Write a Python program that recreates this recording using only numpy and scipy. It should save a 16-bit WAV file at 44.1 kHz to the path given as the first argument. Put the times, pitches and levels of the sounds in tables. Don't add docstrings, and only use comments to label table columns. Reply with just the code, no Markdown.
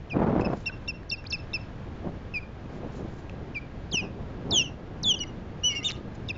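import sys
import numpy as np
from scipy import signal
from scipy.fft import rfft, irfft
from scipy.io import wavfile
from scipy.ndimage import uniform_filter1d

SR = 44100
rng = np.random.default_rng(int(sys.argv[2]) if len(sys.argv) > 2 else 0)


def unload_audio(sound):
    columns = np.transpose(np.atleast_2d(sound))
    steps = np.round(np.clip(columns, -1, 1) * 32767)
    wavfile.write(sys.argv[1], SR, steps.astype(np.int16))


N = 281295

# start in seconds, length in seconds, pitch in Hz,
# peak level in dB, overtone lift in dB.
CHIRPS = [(0.41, 0.015, 2628, -36, -7), (0.446, 0.027, 2640, -33.5, 1), (0.661, 0.036, 2747, -25, -3),
          (0.88, 0.035, 2752, -27, 0.5), (1.115, 0.037, 2744, -26, 2.5), (1.325, 0.036, 2680, -26, 3.5),
          (1.536, .038, 2681, -25.5, 2)]
# start in seconds, length in seconds, swoop in Hz (positive
# from above), swoop time constant in seconds, pitch in Hz, hold in seconds, sag in Hz per second, lowest pitch
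# in Hz, swell in dB, peak level in dB, time of the peak after the start in seconds, overtone lift in dB.
WHISTLES = [(.099, 0.044, 799.5, .008, 2470, 0.0021, 2200, 2200, 17, -31.5, .027, -12),
            (2.34, 0.052, 121.5, .006, 2560, 0.0025, 4800, 2200, 5.5, -26.5, 0.028, -8.5),
            (3.547, 0.044, 499.5, .006, 2432, .002, 3600, 2200, 15, -28, .022, -12),
            (3.915, 0.097, 1900, .007, 3296, 0.0021, 10480, 2440, 17, -22, 0.053, -4),
            (4.509, 0.12, 1859.5, .0057, 3722, 0.0018, 9800, 2650, 9, -17.5, .08, -4),
            (5.032, 0.1, 2706, .0058, 3458, 0.051, 13000, 2820, 12.5, -17.5, .078, -9),
            (5.138, 0.016, 21.5, .003, 2930, .006, 20140, 2500, 7, -25, .005, -6),
            (5.203, .036, -40.5, .003, 2934, 0.017, 7500, 2600, 9, -27.5, .007, -4),
            (6.291, 0.025, 40.5, .003, 2790, .006, 22000, 2200, 17, -26, 0.016, -7)]
# time in seconds, pitch in Hz, level in dB.
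SCREECH = [
    [(5.634, 2810, -38), (5.643, 2920, -21.5), (5.66, 2990, -20), (5.676, 2980, -20), (5.695, 2910, -25),
     (5.715, 2820, -28), (5.735, 2790, -47), (5.748, 2740, -49), (5.76, 2813, -30.5), (5.78, 2807, -28.5),
     (5.805, 2700, -41)],
    [(5.829, 2760, -40), (5.838, 2950, -37), (5.842, 3000, -44), (5.845, 3640, -29.5), (5.85, 3710, -24.5),
     (5.868, 3620, -21.5), (5.879, 3556, -29), (5.884, 3280, -38), (5.889, 2770, -30), (5.898, 2740, -29.5)],
]
SCREECH_LIFT_DB = [-4.5, 0]
# from in seconds, to in seconds, spread of the level throb in dB.
HOARSE_STRETCH = (5.879, 5.9, 2.1)
# time in seconds, pitch in Hz, level in dB.
UNDERTONE = [
    [(5.697, 2390, -46), (5.706, 2250, -39.5), (5.75, 2174, -38.5), (5.773, 2220, -39), (5.79, 2200, -59),
     (5.815, 2030, -45), (5.83, 2084, -41.5), (5.843, 2390, -43)],
    [(5.849, 2790, -33), (5.858, 3020, -36), (5.87, 2940, -35.5), (5.882, 2880, -32)],
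]
# start in seconds, length in seconds, first pitch in Hz,
# last pitch in Hz, peak level in dB.
SQUEAKS = [(0.689, 0.022, 1610, 1480, -41), (1.095, .016, 6000, 4000, -35.5),
           (1.25, 0.0082, 2370, 2450, -44.5), (1.263, 0.012, 3130, 5210, -34),
           (1.3, .03, 6760, 3540, -33.5), (5.189, 0.012, 5270, 4236, -38), (5.225, .027, 2390, 2013, -42.5),
           (6.282, .007, 5450, 4680, -43.5), (6.292, 0.0045, 3720, 3400, -39)]
# frequency in Hz, gain in dB before the overtone lift.
THROAT = [(4400, -13.5), (4900, -7.5), (5400, -6), (6000, 0.5), (6700, -4), (7200, -15.5), (8000, -27)]
# time in seconds, level at the onset in dB, ring in Hz.
RATTLE = [(5.8993, -26, 2700), (5.9015, -22, 3000), (5.9046, -20, 3920), (5.909, -25.5, 2162),
          (5.9139, -26, 4200), (5.9195, -26.5, 3660)]
# time in seconds, level at the onset in dB, ring in Hz.
TICKS = [(1.032, -41, 1800), (1.242, -35.5, 1600), (3.296, -33.5, 2600)]
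# time of the crest in seconds, peak level in dB, pitch in Hz.
PIPS = [(0.659, -34.5, 3750), (0.878, -34.5, 3680), (1.114, -29.5, 3660), (1.328, -30, 3540),
        (1.534, -31, 3720), (6.289, -26, 3690)]
# delay in seconds, reflection level in dB before wavering and dulling.
WALL = [(.059, -20), (.066, -26)]
# time in seconds, rumble level in dB.
BREEZE = [(0, -49.5), (.9, -49), (2.4, -48), (3.5, -47), (4.9, -43), (6.38, -44.5)]
# start in seconds, then the lengths of its swell, beating and dying away in seconds.
WING_RUSH = (.12, .035, .38, .05)
# at first in dB, at last in dB.
WING_RUSH_DB = (-20, -27.5)
# crest in seconds, rumble level in dB, time to fall 10 dB on either side in seconds.
GUSTS = [(1.89, -43.5, 0.03), (2.073, -31, 0.05), (2.85, -39.5, 0.22), (3.0, -39, 0.23),
         (3.401, -40.5, 0.14), (3.944, -28.5, 0.01), (4.049, -32, 0.0549), (4.2, -36, 0.05),
         (4.542, -30, 0.09), (5.101, -39, 0.25)]
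# frequency in Hz, relative density in dB.
BUFFET = [(25, -16), (60, -6), (180, 2), (400, -3.5), (800, -10), (1400, -22.5), (3000, -41.5),
          (7000, -61.5)]
# frequency in Hz, relative density in dB.
AMBIENCE = [(20, -5), (45, -1.5), (110, -1), (250, -12), (600, -19), (1500, -26), (3200, -35), (5000, -43),
            (7700, -51.5)]
# middle in seconds, level in dB, length in seconds.
RUSTLE = [(0.414, -52, 0.028), (0.502, -70, 0.025), (0.58, -56.5, 0.13), (2.754, -54, 0.052),
          (2.973, -55.5, 0.11), (3.168, -60, 0.17), (6.155, -52, 0.018)]
# from in seconds, to in seconds, frequency in Hz, middle level in dB.
WHINES = [(0, 6.4, 1630, -64.5), (5.58, 6.1, 1228, -55)]
# middle in seconds, length in seconds, depth in dB.
DIPS = [(.186, .003, 20), (.415, .002, 20), (.454, .002, 20), (.477, .003, 20), (.498, .003, 15),
        (3.966, .008, 11), (4.544, .002, 6), (4.556, .0025, 15), (4.572, .0025, 15), (4.593, .004, 10),
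        (4.609, .0035, 8)]

CHIRP_SCOOP_HZ, CHIRP_SCOOP_S = -60, 0.0028
CHIRP_HOLD, CHIRP_PEAK = .45, .22
CHIRP_SAG_HZ_PER_S, CHIRP_LOWEST_HZ, CHIRP_SWELL_DB = 15000, 2220, 9
CHIRP_FADE_DB, WHISTLE_FADE_DB = 18, 13
CHIRP_FADE_POWER, WHISTLE_FADE_POWER = 2.8, 2.36
KNEE_S, LEVEL_OUT_HZ = 0.0028, 59.9
PRESS_FOLLOWS = 0.22
SQUEAK_BEND, SQUEAK_EDGE_DB = .75, 11.5
AMBIENCE_DB = -40


def from_db(db):
    return 10 ** (np.asarray(db) / 20)


def rms_one(x):
    return x / np.sqrt(np.mean(x ** 2) + 1e-20)


def in_time(s, values, **outside):
    return np.interp(np.arange(N) / SR, s, values, **outside)


def at_hz(points, hz):
    points_hz, points_db = np.array(points).T
    return np.interp(np.log(hz), np.log(points_hz), points_db)


def drift(corner_hz):
    r = np.exp(-2 * np.pi * corner_hz / SR)
    settling = SR
    noise = rng.standard_normal(N + settling)
    return rms_one(signal.lfilter([1], [1, -2 * r, r * r], noise)[settling:])


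def coloured(x, spectrum):
    hz = np.maximum(np.fft.rfftfreq(N, 1 / SR), 1)
    return rms_one(irfft(rfft(x) * from_db(at_hz(spectrum, hz)), N))


def voices(sum_db, difference_db, second_overtone_db, third_db, clash_db, breath_db):
    notes, lifts_db = main_notes()
    hz, height = played(notes, fade_s=.0018)
    second_notes = sorted([squeak(*row) for row in SQUEAKS] + UNDERTONE)
    hz2, height2 = played(second_notes, fade_s=.0025)

    starts = [note[0][0] - .004 for note in notes]
    which = np.maximum(np.searchsorted(starts, np.arange(N) / SR) - 1, 0)
    peaks_db = np.array([max(db for _, _, db in note) for note in notes])
    below_peak_db = 20 * np.log10(height) - peaks_db[which]
    lift_db = np.array(lifts_db)[which] + PRESS_FOLLOWS * below_peak_db

    clash = np.clip(height2 / height, 0, 1)
    height = height * from_db(clash_db * clash * drift(220))
    height2 = height2 * from_db(clash_db * drift(200))

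    hoarse_from, hoarse_to, throb_db = HOARSE_STRETCH
    hoarse = in_time([hoarse_from, hoarse_to], [1, 1], left=0, right=0)
    height = height * from_db(hoarse * throb_db * drift(250))
    hz = hz * (1 + .06 * hoarse * drift(500))

    phase = 2 * np.pi * np.cumsum(hz) / SR
    phase2 = 2 * np.pi * np.cumsum(hz2) / SR
    main = np.sin(phase) + from_db(lift_db + at_hz(THROAT, 2 * hz)) * np.cos(2 * phase)
    third_fade = np.clip((9000 - 3 * hz) / 500, 0, 1)
    main += from_db(third_db + lift_db) * third_fade * np.sin(3 * phase)
    main += from_db(breath_db) * drift(720) * (np.sin(phase) + np.cos(2 * phase))
    second = np.sin(phase2) + from_db(second_overtone_db) * (hz2 < 3100) * np.cos(2 * phase2)
    mixed = from_db(sum_db) * np.cos(phase + phase2)
    mixed += from_db(difference_db) * (np.cos(2 * phase - phase2) + np.cos(phase + 2 * phase2))
    return height * main + height2 * second + np.minimum(height, height2) * mixed


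def main_notes():
    notes = []
    for s, length, hz, db, lift_db in CHIRPS:
        chirp = whistle(s, length, CHIRP_SCOOP_HZ, CHIRP_SCOOP_S, hz, CHIRP_HOLD * length,
                        CHIRP_SAG_HZ_PER_S, CHIRP_LOWEST_HZ, CHIRP_SWELL_DB, db, CHIRP_PEAK * length,
                        CHIRP_FADE_DB, CHIRP_FADE_POWER)
        notes.append((chirp, lift_db))
    for *shape, lift_db in WHISTLES:
        notes.append((whistle(*shape, WHISTLE_FADE_DB, WHISTLE_FADE_POWER), lift_db))
    notes += list(zip(SCREECH, SCREECH_LIFT_DB))
    return zip(*sorted(notes))


def whistle(s, length, swoop_hz, settle, hz, hold, sag, lowest_hz, swell_db, peak_db, peak_s, fade_db, power):
    t = np.linspace(0, length, num=40)
    fall_hz = sag * KNEE_S * np.logaddexp(0, (t - hold) / KNEE_S)
    pitch = hz + swoop_hz * np.exp(-t / settle) - fall_hz
    pitch = lowest_hz + LEVEL_OUT_HZ * np.logaddexp(0, (pitch - lowest_hz) / LEVEL_OUT_HZ)
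    swell_loss = swell_db * (1 - t / peak_s) ** 2
    fade_loss = fade_db * np.abs((t - peak_s) / (length - peak_s)) ** power
    loss_db = np.where(t < peak_s, swell_loss, fade_loss)
    return list(zip(s + t, pitch, peak_db - loss_db))


def squeak(s, length, from_hz, to_hz, peak_db):
    u = np.linspace(0, 1, num=20)
    pitch = from_hz * (to_hz / from_hz) ** (u ** SQUEAK_BEND)
    level_db = peak_db - SQUEAK_EDGE_DB * (2 * u - 1) ** 2
    return list(zip(s + length * u, pitch, level_db))


def played(notes, fade_s):
    rows = []
    for note in notes:
        first_s, first_hz, _ = note[0]
        last_s, last_hz, _ = note[-1]
        rows += [(first_s - fade_s, first_hz, -90)] + list(note) + [(last_s + fade_s, last_hz, -90)]
    s, hz, db = np.transpose(rows)
    pitch = uniform_filter1d(in_time(s, hz), size=131)
    height = uniform_filter1d(in_time(s, from_db(db)), size=65)
    return pitch, height


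def clicks(rows, t60, crack_db):
    out = np.zeros(N)
    t = np.arange(SR // 50) / SR
    for s, db, hz in rows:
        ring = np.sin(2 * np.pi * hz * t) + from_db(crack_db) * rng.standard_normal(len(t))
        out[round(s * SR):][:len(t)] += from_db(db - 60 * t / t60) * ring
    return out


def pips(length_s, puff_db):
    t = np.arange(N) / SR
    puff = from_db(puff_db) * np.diff(rng.standard_normal(N + 1))
    out = np.zeros(N)
    for s, db, hz in PIPS:
        burst = np.exp(-((t - s) / length_s) ** 2)
        out += from_db(db) * burst * (np.sin(2 * np.pi * hz * t) + puff)
    return out


def echoed(x, dull_hz, waver_db, tail_db, tail_t60, haze_db):
    t = np.arange(SR // 3) / SR - WALL[0][0]
    scatter_db = np.where(t > 0, tail_db - 60 * t / tail_t60, haze_db)
    response = from_db(scatter_db) * rng.standard_normal(len(t))
    back = signal.fftconvolve(x, response)[:N]
    for delay_s, db in WALL:
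        delayed = np.interp(np.arange(N) - delay_s * SR, np.arange(N), x, left=0)
        back += from_db(db + waver_db * drift(60)) * delayed
    return x + signal.lfilter(*signal.butter(1, dull_hz, fs=SR), back)


def wind_level():
    t = np.arange(N) / SR
    breeze_db = in_time(*np.transpose(BREEZE))
    rush_db = in_time(np.cumsum(WING_RUSH), [-46, *WING_RUSH_DB, -44], left=-99, right=-99)
    gusts_db = [db - 10 * np.abs(t - crest) / fall for crest, db, fall in GUSTS]
    return 10 * np.log10(sum(from_db(2 * db) for db in [breeze_db, rush_db, *gusts_db]))


def buffeting(level_db, lumps_db, peaky, dull_hz):
    eddies = coloured(rng.standard_normal(N), BUFFET) * from_db(lumps_db * drift(35))
    eddies = eddies + peaky * eddies ** 2
    eddies = rms_one(signal.lfilter(*signal.butter(1, 30, "high", fs=SR), eddies))
    dull = rms_one(signal.lfilter(*signal.butter(1, dull_hz, fs=SR), eddies))
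    strong = np.clip((level_db + 42.5) / 15, 0, 1)
    return from_db(level_db) * (strong * eddies + (1 - strong) * dull)


def rustle(lumps_db):
    t = np.arange(N) / SR
    high = signal.butter(2, 2500, "high", fs=SR, output="sos")
    noise = signal.sosfilt(high, rng.standard_normal(N))
    level = sum(from_db(db) * np.exp(-(2 * (t - s) / length) ** 2) for s, db, length in RUSTLE)
    return level * rms_one(noise * from_db(lumps_db * drift(40)))


def whines():
    t = np.arange(N) / SR
    out = np.zeros(N)
    for start, end, hz, db in WHINES:
        fade = in_time([start, start + .1, end - .1, end], [0, 1, 1, 0])
        level = from_db(db + 1.8 * drift(23))
        out += level * fade * np.sin(2 * np.pi * hz * t + 0.46 * drift(4.7))
    return out


def ambience():
    return from_db(AMBIENCE_DB + 1.1 * drift(2.4)) * coloured(rng.standard_normal(N), AMBIENCE)


def brief_dips(level_db, per_s, depth_db, length):
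    t = np.arange(N) / SR
    loss_db = sum(db * np.exp(-(2 * (t - s) / width) ** 4) for s, width, db in DIPS)
    rate = per_s * from_db(2 * (level_db + 27))
    chance = rng.random(N) < rate / SR
    dip = depth_db * np.hanning(round(length * SR))
    loss_db += np.convolve(chance * rng.random(N), dip, "same")
    return from_db(-loss_db)


def scene():
    birds = voices(sum_db=-9.5, difference_db=-20, second_overtone_db=-17.5, third_db=-29.5,
                   clash_db=3.5, breath_db=-29.5)
    birds += clicks(RATTLE, t60=0.0071, crack_db=-7)
    birds += clicks(TICKS, t60=.012, crack_db=-14)
    birds += pips(length_s=0.0014, puff_db=-13)
    birds = echoed(birds, dull_hz=3540, waver_db=2.0, tail_db=-51.0, tail_t60=0.2, haze_db=-59.0)
    wind_db = wind_level()
    air = buffeting(wind_db, lumps_db=2.5, peaky=.12, dull_hz=458)
    air += ambience() + rustle(lumps_db=-3.5) + whines()
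    gain = brief_dips(wind_db, per_s=36, depth_db=34.5, length=0.0026)
    return ((birds + air) * gain)[None]


def record(dry):
    rounded = .6 * np.tanh(dry / .6)
    stop_edge_hz = 8028.85
    low_pass = signal.cheby2(18, 70, stop_edge_hz, fs=SR, output="sos")
    cut = signal.sosfilt(low_pass, rounded)
    return cut + from_db(-95) * rng.standard_normal(dry.shape)


dry = scene()
out = record(dry)
unload_audio(out)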